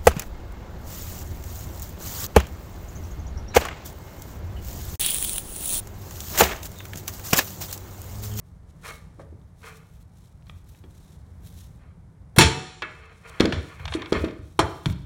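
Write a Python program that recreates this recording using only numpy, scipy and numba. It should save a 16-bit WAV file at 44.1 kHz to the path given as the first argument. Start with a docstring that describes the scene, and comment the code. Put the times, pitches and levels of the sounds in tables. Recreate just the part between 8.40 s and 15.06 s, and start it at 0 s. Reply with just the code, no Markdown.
"""A steel oil pan on a workshop bench, heard close by: one hard hammer blow rings its decaying modes.
Gloved hands shift a punch on it before; then the hammer is laid down and pan and tools knock about.
Impacts are sums of damped sines and banded noise; scrapes and rustling are noise under moving gains.
A filtered-noise rumble fills the shop and the walls echo the bench.
The phone turns down after loud sounds and limits the peaks."""
import sys
import numpy as np
from scipy import signal
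from scipy.fft import rfft, irfft, next_fast_len
from scipy.io import wavfile
from scipy.ndimage import uniform_filter1d
from numba import njit

SR = 44100
rng = np.random.default_rng(int(sys.argv[2]) if len(sys.argv) > 2 else 0)


def store_wav(level_fs):
    """Save 16-bit WAV to argv[1]."""
    pcm = np.round(np.clip(np.atleast_2d(level_fs), -1, 1) * 32767)
    wavfile.write(sys.argv[1], SR, pcm.T.astype(np.int16))


N = 293617


def undb(db):
    """Logarithmic level: decibels to amplitude gain."""
    return 10 ** (np.asarray(db) / 20)


def level(x, db):
    """Mean power: scale a signal to an rms level."""
    return x * undb(db) / np.sqrt(np.mean(x ** 2))


def peak(x, db):
    """Peak amplitude: scale a signal to a peak level."""
    return x * undb(db) / np.max(np.abs(x))


def unit_energy(x):
    """Energy normalization: scale the sum of squares to 1."""
    return x / np.sqrt(np.sum(x ** 2))


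def add(out, s, sound):
    """Superposition: mix a sound in at a time in seconds."""
    i = int(s * SR)
    out[i:i + len(sound)] += sound[:N - i]


def spectrum_bins(size):
    """Discrete spectrum: bin frequencies in Hz, at least 1 so that logarithms exist."""
    return np.maximum(np.arange(size // 2 + 1) * SR / size, 1)


def coloured(x, points):
    """Linear filtering: shape a spectrum by (frequency [Hz], gain [dB]) points."""
    hz, db = np.transpose(points)
    size = next_fast_len(len(x))
    gain = undb(np.interp(np.log(spectrum_bins(size)), np.log(hz), db))
    return irfft(rfft(x, size) * gain, size)[:len(x)]


def walk(rate):
    """Random modulation: levels held 1 / rate seconds, smoothed twice, with a spread near 1."""
    k = int(SR / rate)
    steps = np.repeat(rng.standard_normal(N // k + 1), k)
    return 1.3 * uniform_filter1d(uniform_filter1d(steps, k), k)[:N]


def stroke(s, db, rise_s, hold_s, fall_s):
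    """Exponential envelope: a movement's gain swells, holds and dies away evenly in dB."""
    t = np.arange(N) / SR - s
    # distance from full contact, in steps of 20 dB; times below 1 ms act as 1 ms
    before = np.maximum(-t / max(rise_s, 1e-3), 0)
    after = np.maximum((t - hold_s) / max(fall_s, 1e-3), 0)
    return undb(db - 20 * np.minimum(before + after, 10))


def favour(f, hz, octaves):
    """Contact spectrum: a contact drives the frequencies near hz best (dB)."""
    return -6 * (np.log2(f / hz) / octaves) ** 2


def ring(modes, hz, octaves, free, scatter_db, seconds):
    """Modal superposition: damped sines of total energy 1, at new strengths for each blow."""
    f, db, t60 = np.transpose(modes)[:, :, None]
    chance = rng.standard_normal((len(f), 2, 1))
    gain = undb(db + scatter_db * chance[:, 0] + favour(f, hz, octaves))
    polarity = np.sign(chance[:, 1])
    t = np.arange(int(seconds * SR)) / SR
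    decay = np.exp(-np.log(1000) * t / (t60 * free))
    return unit_energy(np.sum(gain * polarity * np.sin(2 * np.pi * f * t) * decay, axis=0))


# centres of the overlapping decay bands [Hz], 0.6 octave apart
BANDS_HZ = 50 * 2 ** np.arange(0, 8.4, .6)[:, None]


def crowd(points, hz, octaves, free, seconds):
    """High modal density: noise of energy 1 whose narrow bands each die at their own rate."""
    size = next_fast_len(int(seconds * SR))
    f, db, t60 = np.transpose(points)
    bins = spectrum_bins(size)
    strength = np.interp(np.log(bins), np.log(f), db, left=-60) + favour(bins, hz, octaves)
    noise = rfft(rng.standard_normal(size)) * undb(strength)
    masks = np.clip(1 - np.abs(np.log2(bins / BANDS_HZ)) / .6, 0, 1)
    t60_s = np.interp(np.log(BANDS_HZ), np.log(f), t60) * free
    decay = np.exp(-np.log(1000) * np.arange(size) / SR / t60_s)
    return unit_energy(np.sum(irfft(noise * masks, size) * decay, axis=0)[:int(seconds * SR)])


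@njit
def limiter(x, top, ratio, attack, release, ahead):
    """Dynamic compression: an envelope follower lowers the gain above a threshold.

    Attack and release are the follower's shares per sample; ahead is in samples.
    """
    y, e = np.empty(len(x)), 1e-9
    for i in range(len(x)):
        a = abs(x[min(i + ahead, len(x) - 1)])
        e += (a - e) * (attack if a > e else release)
        y[i] = x[i] * min(1., top / e) ** (1 - 1 / ratio)
    return y


# background spectrum: (frequency [Hz], relative level per Hz [dB])
SHOP_SPECTRUM = [(12, -41), (20, -7), (81, 2), (124, -6.5), (163, -5), (188, -9.5), (210, -17),
                 (311, -23.5), (339, -24.5), (928, -31), (2280, -42), (2550, -49.5), (7380, -52.5),
                 (9500, -51), (16200, -72)]
SHOP_DB = -45.5  # rms


def shop():
    """Stationary noise, slightly modulated: steady rumble and faint hiss, swelling a little."""
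    rumble = coloured(rng.standard_normal(N), SHOP_SPECTRUM)
    return level(rumble * undb(1.2 * walk(3)), SHOP_DB)


# reverberation of the walls: (frequency [Hz], relative level [dB], t60 before scaling [s])
ROOM_DECAY = [(63.5, 14, 0.35), (247, 4.5, 0.64), (950, 0, 0.67), (3060, -6, 0.79), (7820, -10, 0.97),
              (15000, -4, 0.11)]
ROOM_DB, ROOM_DELAY_S = -13, .004


def echo(near):
    """Diffuse reverberation: convolve the bench with delayed, decaying noise from the walls."""
    tail = crowd(ROOM_DECAY, 1000, 20, 0.82, 0.92)
    walls = np.append(np.zeros(int(ROOM_DELAY_S * SR)), tail)
    return undb(ROOM_DB) * signal.fftconvolve(near, walls)[:N]


# spectrum of rubbing gloves and rag: (frequency [Hz], relative level per Hz [dB])
CLOTH_SPECTRUM = [(880, -47), (1500, -8), (2940, -5.5), (3880, 0), (4870, -8), (5330, -2.5), (11200, -6),
                  (16000, -11)]
# movements of gloves and rag: (time of the loudest moment [s], level [dB], 20 dB rise time [s],
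# 20 dB fall time [s], treble gain [dB]); times too short, or negative, are raised to a minimum
RUSTLE_MOVES = [(.06, -75, -0.1, 0.4, 0), (.31, -65.5, 0, -0.03, -12), (0.472, -40.5, 0.0357, 0.1043, -2.5),
                (.82, -66.5, 0.07, 0.03, -14), (1.26, -52.5, 0.07, 0.15, -2), (1.38, -63.5, 0.03, -0.17, 3),
                (1.63, -68.5, 0.48, 0, 2), (1.76, -68, 0, 0.37, -2), (1.86, -67, -0.1, 0, -3),
                (1.93, -68, -0.04, 0, 0), (2.09, -65, -0.06, 0.18, 0), (2.295, -63.5, -0.1, 0.2, 4),
                (2.57, -65.5, 0.07, 0.16, 0), (2.72, -65, 0.33, 0.2, -3), (3.07, -55.5, 0.08, 0.16, 4),
                (3.205, -54.5, 0.06, 0.13, 0), (4.52, -62.5, -0.02, 0.2, -8.5),
                (4.664, -62, 0.04, -0.25, -8.5), (4.73, -67, -0.16, 0.5, -8), (4.9, -49, 0.06, -0.14, -7),
                (5.06, -53, 0.15, -0.04, -2), (5.296, -54, 0.26, 0.1, -5.5), (5.41, -65, 0.07, 0.4, 2),
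                (5.552, -36.5, 0.0445, 0.02, -21), (5.71, -54, -0.26, -0.06, -6),
                (5.768, -58, -0.24, 0.13, -12), (5.82, -52, 0.08, 0.1, 0), (6.0, -70.5, -0.2, .8, -7.5),
                (6.3, -58.5, 0.24, 0.4, 1), (6.528, -50.5, 0.1, -0.05, 1)]
RESTLESS_DB, RESTLESS_SWING_DB = -81, 3  # the hands are never quite still
QUICKEST_SWELL_S, TREBLE_HZ = .045, 10000


def rustle():
    """Stick-slip friction: dense tiny slips of rubber and cloth, some movements crisper than others."""
    slips = rng.standard_normal(N) * undb(2.3 * walk(340) + 1.5 * walk(40))
    cloth = level(coloured(slips, CLOTH_SPECTRUM), 0)
    treble = coloured(cloth, [(.9 * TREBLE_HZ, -60), (1.1 * TREBLE_HZ, 0)])
    out = cloth * undb(RESTLESS_DB + RESTLESS_SWING_DB * walk(4.7))
    for s, db, rise, fall, treble_db in RUSTLE_MOVES:
        move = stroke(s, db, max(rise, QUICKEST_SWELL_S), 0, fall)
        out += move * (cloth + (undb(treble_db) - 1) * treble)
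    return out


# dry clack of tools: (frequency [Hz], relative level [dB], t60 of a free ring [s])
CLACK_MODES = [(500, 25.5, 0.03), (1970, -1, 0.075), (3500, -3.5, 0.045), (6140, -10, 0.048),
               (15100, -23, 0.033)]
# clear modes of the steel tools: (frequency [Hz], mean relative level [dB], t60 of a free ring [s])
TOOL_MODES = [(1150, -3, .05), (1500, -5, .05), (1800, -3, .05), (2350, -3, .05), (2650, -4, .04),
              (2950, -4, .04), (3300, 0, .06), (3650, 0, .06), (4220, -1, .05), (4660, -6, .05),
              (5750, -6, .04), (6600, -9, .03)]
# tools ticking together: (time [s], peak level [dB], best-driven frequency [Hz], share of t60 left [0-1])
TOOL_TICKS = [(1.014, -59, 3050, 0.7), (2.024, -52, 3460, 0.06), (2.067, -47, 3590, 1),
              (2.096, -32, 2530, 0.25), (2.3466, -48.5, 2330, .6), (2.438, -46, 2430, 1),
              (3.1334, -60, 5500, .6), (3.2166, -57, 4040, .8), (4.4207, -17, 2500, 1),
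              (4.9989, -13.5, 3240, 0.53), (5.006, -7, 4400, 0.38), (5.0547, -13, 4060, 0.34),
              (5.1239, -12.5, 2300, 0.54), (5.396, -35, 1980, 0.57), (5.454, -19, 3400, 0.42),
              (5.4778, -21.5, 2660, 1), (5.522, -21.5, 2200, 1), (5.5378, -17, 3470, 0.6),
              (5.62, -23, 3380, 0.17), (5.659, -28, 3270, 0.27), (5.7271, -14.5, 4050, 0.4),
              (5.7794, -41, 3330, .7), (5.794, -29, 2800, 0.6), (5.8444, -25.5, 4330, 0.65),
              (5.883, -32, 2303, 0.64), (5.909, -37, 4190, 0.3), (6.4577, -13.5, 3210, 0.27),
              (6.498, -30, 3400, 0.32), (6.5244, -38, 5750, 0.55)]
STEEL_DB = -2  # clear ring relative to the clack


def tools():
    """Impact of small solids: short dry clacks with a steel ring, built up by a brief contact."""
    out = np.zeros(N)
    contact = 1 - np.exp(-np.arange(int(.1 * SR)) / SR / .0006)  # time constant 0.6 ms
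    for s, db, hz, free in TOOL_TICKS:
        steel = ring(TOOL_MODES, hz, .6, free, 2.5, .1)
        clack = crowd(CLACK_MODES, hz, 1.3, free, .1)
        add(out, s, peak(contact * (clack + undb(STEEL_DB) * steel), db))
    return out


# modes of the bench top: (frequency [Hz], mean relative level [dB], t60 of a free ring [s])
BENCH_MODES = [(50.6, -9.5, .15), (75.1, -0.5, 0.19), (98.15, -3.5, .2), (140, 0, .2), (197.8, -8.5, .18),
               (236.3, -8.5, .12), (278, -3.5, .14), (308.7, 0.5, .14), (368.1, 1.5, 0.16), (421, -3, .1),
               (474, -2, 0.11), (626, -5, 0.24), (890, -9, 0.071), (1200, -11, .05)]
# heavy contacts: (time [s], peak level [dB], best-driven frequency [Hz], share of t60 left [0-1])
BENCH_THUDS = [(.787, -37, 446, 0.6), (0.925, -39, 427, 0.53), (2.091, -39, 111, 1), (2.439, -42, 330, 1),
               (3.978, 0, 148.6, 0.16), (3.989, 2, 343, 0.8), (3.996, -4, 140, 0.52),
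               (4.012, -0.5, 85, 0.27), (4.424, -28, 480, 0.9), (5.004, 1, 384, 0.4), (5.051, -6, 427, 0.3),
               (5.075, -16, 320, 0.3), (5.129, -17.5, 92, 0.77), (5.399, -25.5, 84, 1.0),
               (5.468, -23.5, 94, 0.93), (5.548, -14.5, 384, 0.37), (5.722, -6.5, 453, 0.22),
               (5.762, -20.5, 81, 1.0), (5.837, -11, 473, 0.28), (5.989, -29, 79, 0.63),
               (6.19, -7.5, 415, 0.46), (6.197, -15.5, 114, 0.2), (6.46, -11.5, 178, 0.33),
               (6.473, -16.5, 88, 0.22), (6.5, -26, 88, 0.7), (6.59, -28.5, 75, 0.9)]


def bench():
    """Forced response: heavy contacts shake the padded bench; a duller one pushes for longer."""
    out = np.zeros(N)
    for s, db, hz, free in BENCH_THUDS:
        push = np.hanning(int(.6 * SR / hz))
        shake = ring(BENCH_MODES, hz, .75, free, 1.5, .4)
        add(out, s, peak(np.convolve(shake, push), db))
    return out


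# clear modes of the pan: (frequency [Hz])
PAN_HZ = [447, 749, 889, 960, 1071, 1182, 1260, 1394, 1453, 1692, 1820, 1970, 2192, 2283, 2488, 2619, 3107,
          3360, 3421, 3563, 3677, 3994, 4242, 5254, 5448, 5640, 5992, 7300, 7483, 9615]
# how each of them rings: (mean relative level [dB], t60 of a free ring [s])
PAN_DECAY = [(10.5, 0.25), (-9.5, 0.67), (-4, 0.34), (-2, 0.29), (-10.5, 0.15), (-3, 0.24), (-2, 0.45),
             (-2, 0.37), (-6.5, 0.19), (-1, 0.33), (-13, 0.21), (-17, 0.79), (-0.5, 0.36), (-6, 0.32),
             (-6, 0.41), (-2.5, 0.39), (-8.5, 0.7), (-18.5, 0.35), (-16.5, 0.75), (-17, 0.21), (-6, 0.14),
             (-10, 0.89), (-14, 0.65), (-12, 0.7), (-12, 0.55), (-11, 0.4), (-17, 0.72), (-5, 0.29),
             (-16, 0.21), (-11, .25)]
# lesser modes, too close to tell apart: (frequency [Hz], relative level [dB], t60 of a free ring [s])
SHEET_MODES = [(248, -1.5, 0.23), (400, 5, 0.69), (601.5, 2.5, .5), (1030, 1, 0.3), (1400, -3.5, .5),
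               (2307, -8, 0.75), (2870, -15, 0.6), (3126, -4, 0.59), (3440, -5.5, .6), (3790, -14.5, .6),
               (4140, -6, 0.67), (4450, -8.5, .6), (4900, -21.5, .6), (5330, -8.5, 0.5), (5950, -11, .5),
               (6300, -18, 0.45), (7000, -9, 0.74), (8300, -15, 0.52), (8900, -6.5, 0.16),
               (15530, -16.5, .2)]
# blows: (time [s], peak level [dB], best-driven frequency [Hz], contact width [octaves],
# shares of t60 that the gripping hand leaves to the crash and to the clear modes [0-1],
# clear modes relative to the crash [dB])
BLOWS = [(.794, -35.5, 685, 1.35, 0.26, .4, -24), (3.963, -20, 4000, 4.2, 0.6, 0.37, -11),
         (3.985, 8, 4700, 1.62, 0.45, 0.5, -1.5), (3.989, -1.5, 915, 0.26, 0.97, 0.8, 18),
         (4.009, 7.5, 2970, 1.17, 0.37, 0.52, -9), (4.02, 2.5, 1540, 2.8, 0.23, 0.47, 1.5),
         (4.422, -13.5, 1727, 0.65, 0.32, 0.48, 2), (5.001, -13.5, 1340, 1.46, 0.53, 0.67, -5),
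         (5.123, -22, 2140, 1.17, 0.57, 0.93, -14), (5.722, -15.5, 1110, 1.94, 0.27, 0.78, -5),
         (6.192, -3.5, 1010, 0.81, 0.25, 0.17, -13), (6.192, -9.5, 3710, 1.16, 0.14, 0.15, -10),
         (6.458, -19.5, 1940, 2.6, 0.14, .5, -12)]
# steel dragged over the pan: (time of full contact [s], drive level [dB], hold [s], 20 dB fall time [s]);
# fall times below 1 ms, or negative, act as 1 ms
PAN_SCRAPES = [(0.455, -39.5, 0.056, 0.01), (1.238, -49, 0.037, 0.18), (3.4, -67, .12, -0.44),
               (4.5, -51.5, .03, 0.24), (4.62, -52.5, 0.041, 0.2), (4.85, -46.5, 0.057, 0.6),
               (5.298, -50.5, 0.0039, 0.13), (5.398, -50.5, .04, 0.3), (5.56, -38.5, .005, 0.1),
               (5.626, -37, 0.0032, 0), (5.65, -53, 0.054, -0.06), (5.748, -29, 0.0055, 0.08),
               (5.846, -36.5, 0.0021, .03), (5.884, -44.5, .003, .06)]
SCRAPE_RISE_S = 0.024  # the last 20 dB of the rise


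def pan():
    """Modal vibration of a plate: blows and scrapes excite the same steel sheet."""
    out, modes = np.zeros(N), np.column_stack([PAN_HZ, PAN_DECAY])
    for s, db, hz, octaves, free, clear_free, clear_db in BLOWS:
        clear = ring(modes, hz, octaves, clear_free, 1.8, .8)
        crash = crowd(SHEET_MODES, hz, octaves, free, .8)
        add(out, s, peak(crash + undb(clear_db) * clear, db))
    grit = level(rng.standard_normal(N) * undb(2.0 * walk(150) + 1.6 * walk(29.26)), 0)
    drag = sum(stroke(s, db, SCRAPE_RISE_S, hold, fall) for s, db, hold, fall in PAN_SCRAPES)
    # hands hold the pan while the steel drags, so it rings only briefly
    held_sheet = crowd(SHEET_MODES, 1610, 0.86, .02, .2)
    held_clear = ring(modes, 1100, 1.56, 0.34, 1.2, .2)
    body = held_sheet + undb(-1.5) * held_clear
    return out + signal.fftconvolve(grit * drag, body)[:N]


def scene():
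    """Superposition of sources: the bench, its echo from the walls and the background."""
    near = rustle() + tools() + bench() + pan()
    return (near + echo(near) + shop())[None]


BOTTOM_HZ, TOP_HZ = 43, 16300  # passband edges
DUCK_DB, DUCK_RATIO, DUCK_ATTACK_S, DUCK_RELEASE_S = -35.5, 1.156, 0.049, 0.45
LIMIT_DB, LIMIT_RATIO, ATTACK_S, RELEASE_S = -4, 8., 0.0011, 0.6


def record(dry):
    """Band-limiting and compression: the microphone drops the deepest bass; the phone tames loud sounds."""
    bass_cut = signal.butter(2, BOTTOM_HZ, "high", fs=SR, output="sos")
    heard = signal.sosfilt(bass_cut, dry[0])
    # turn down gently after loud sounds
    eased = limiter(heard, undb(DUCK_DB), max(DUCK_RATIO, 1.),
                    1 / (DUCK_ATTACK_S * SR), 1 / (DUCK_RELEASE_S * SR), ahead=0)
    # limit the peaks, looking a little ahead
    held = limiter(eased, undb(LIMIT_DB), LIMIT_RATIO,
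                   1 / (ATTACK_S * SR), 1 / (RELEASE_S * SR), ahead=int(ATTACK_S * SR))
    clipped = np.clip(held, -1, 1)  # what slips past the limiter
    top_cut = signal.ellip(12, .2, 90, TOP_HZ, fs=SR, output="sos")
    return signal.sosfilt(top_cut, clipped)[None]


dry = scene()
out = record(dry)
store_wav(out)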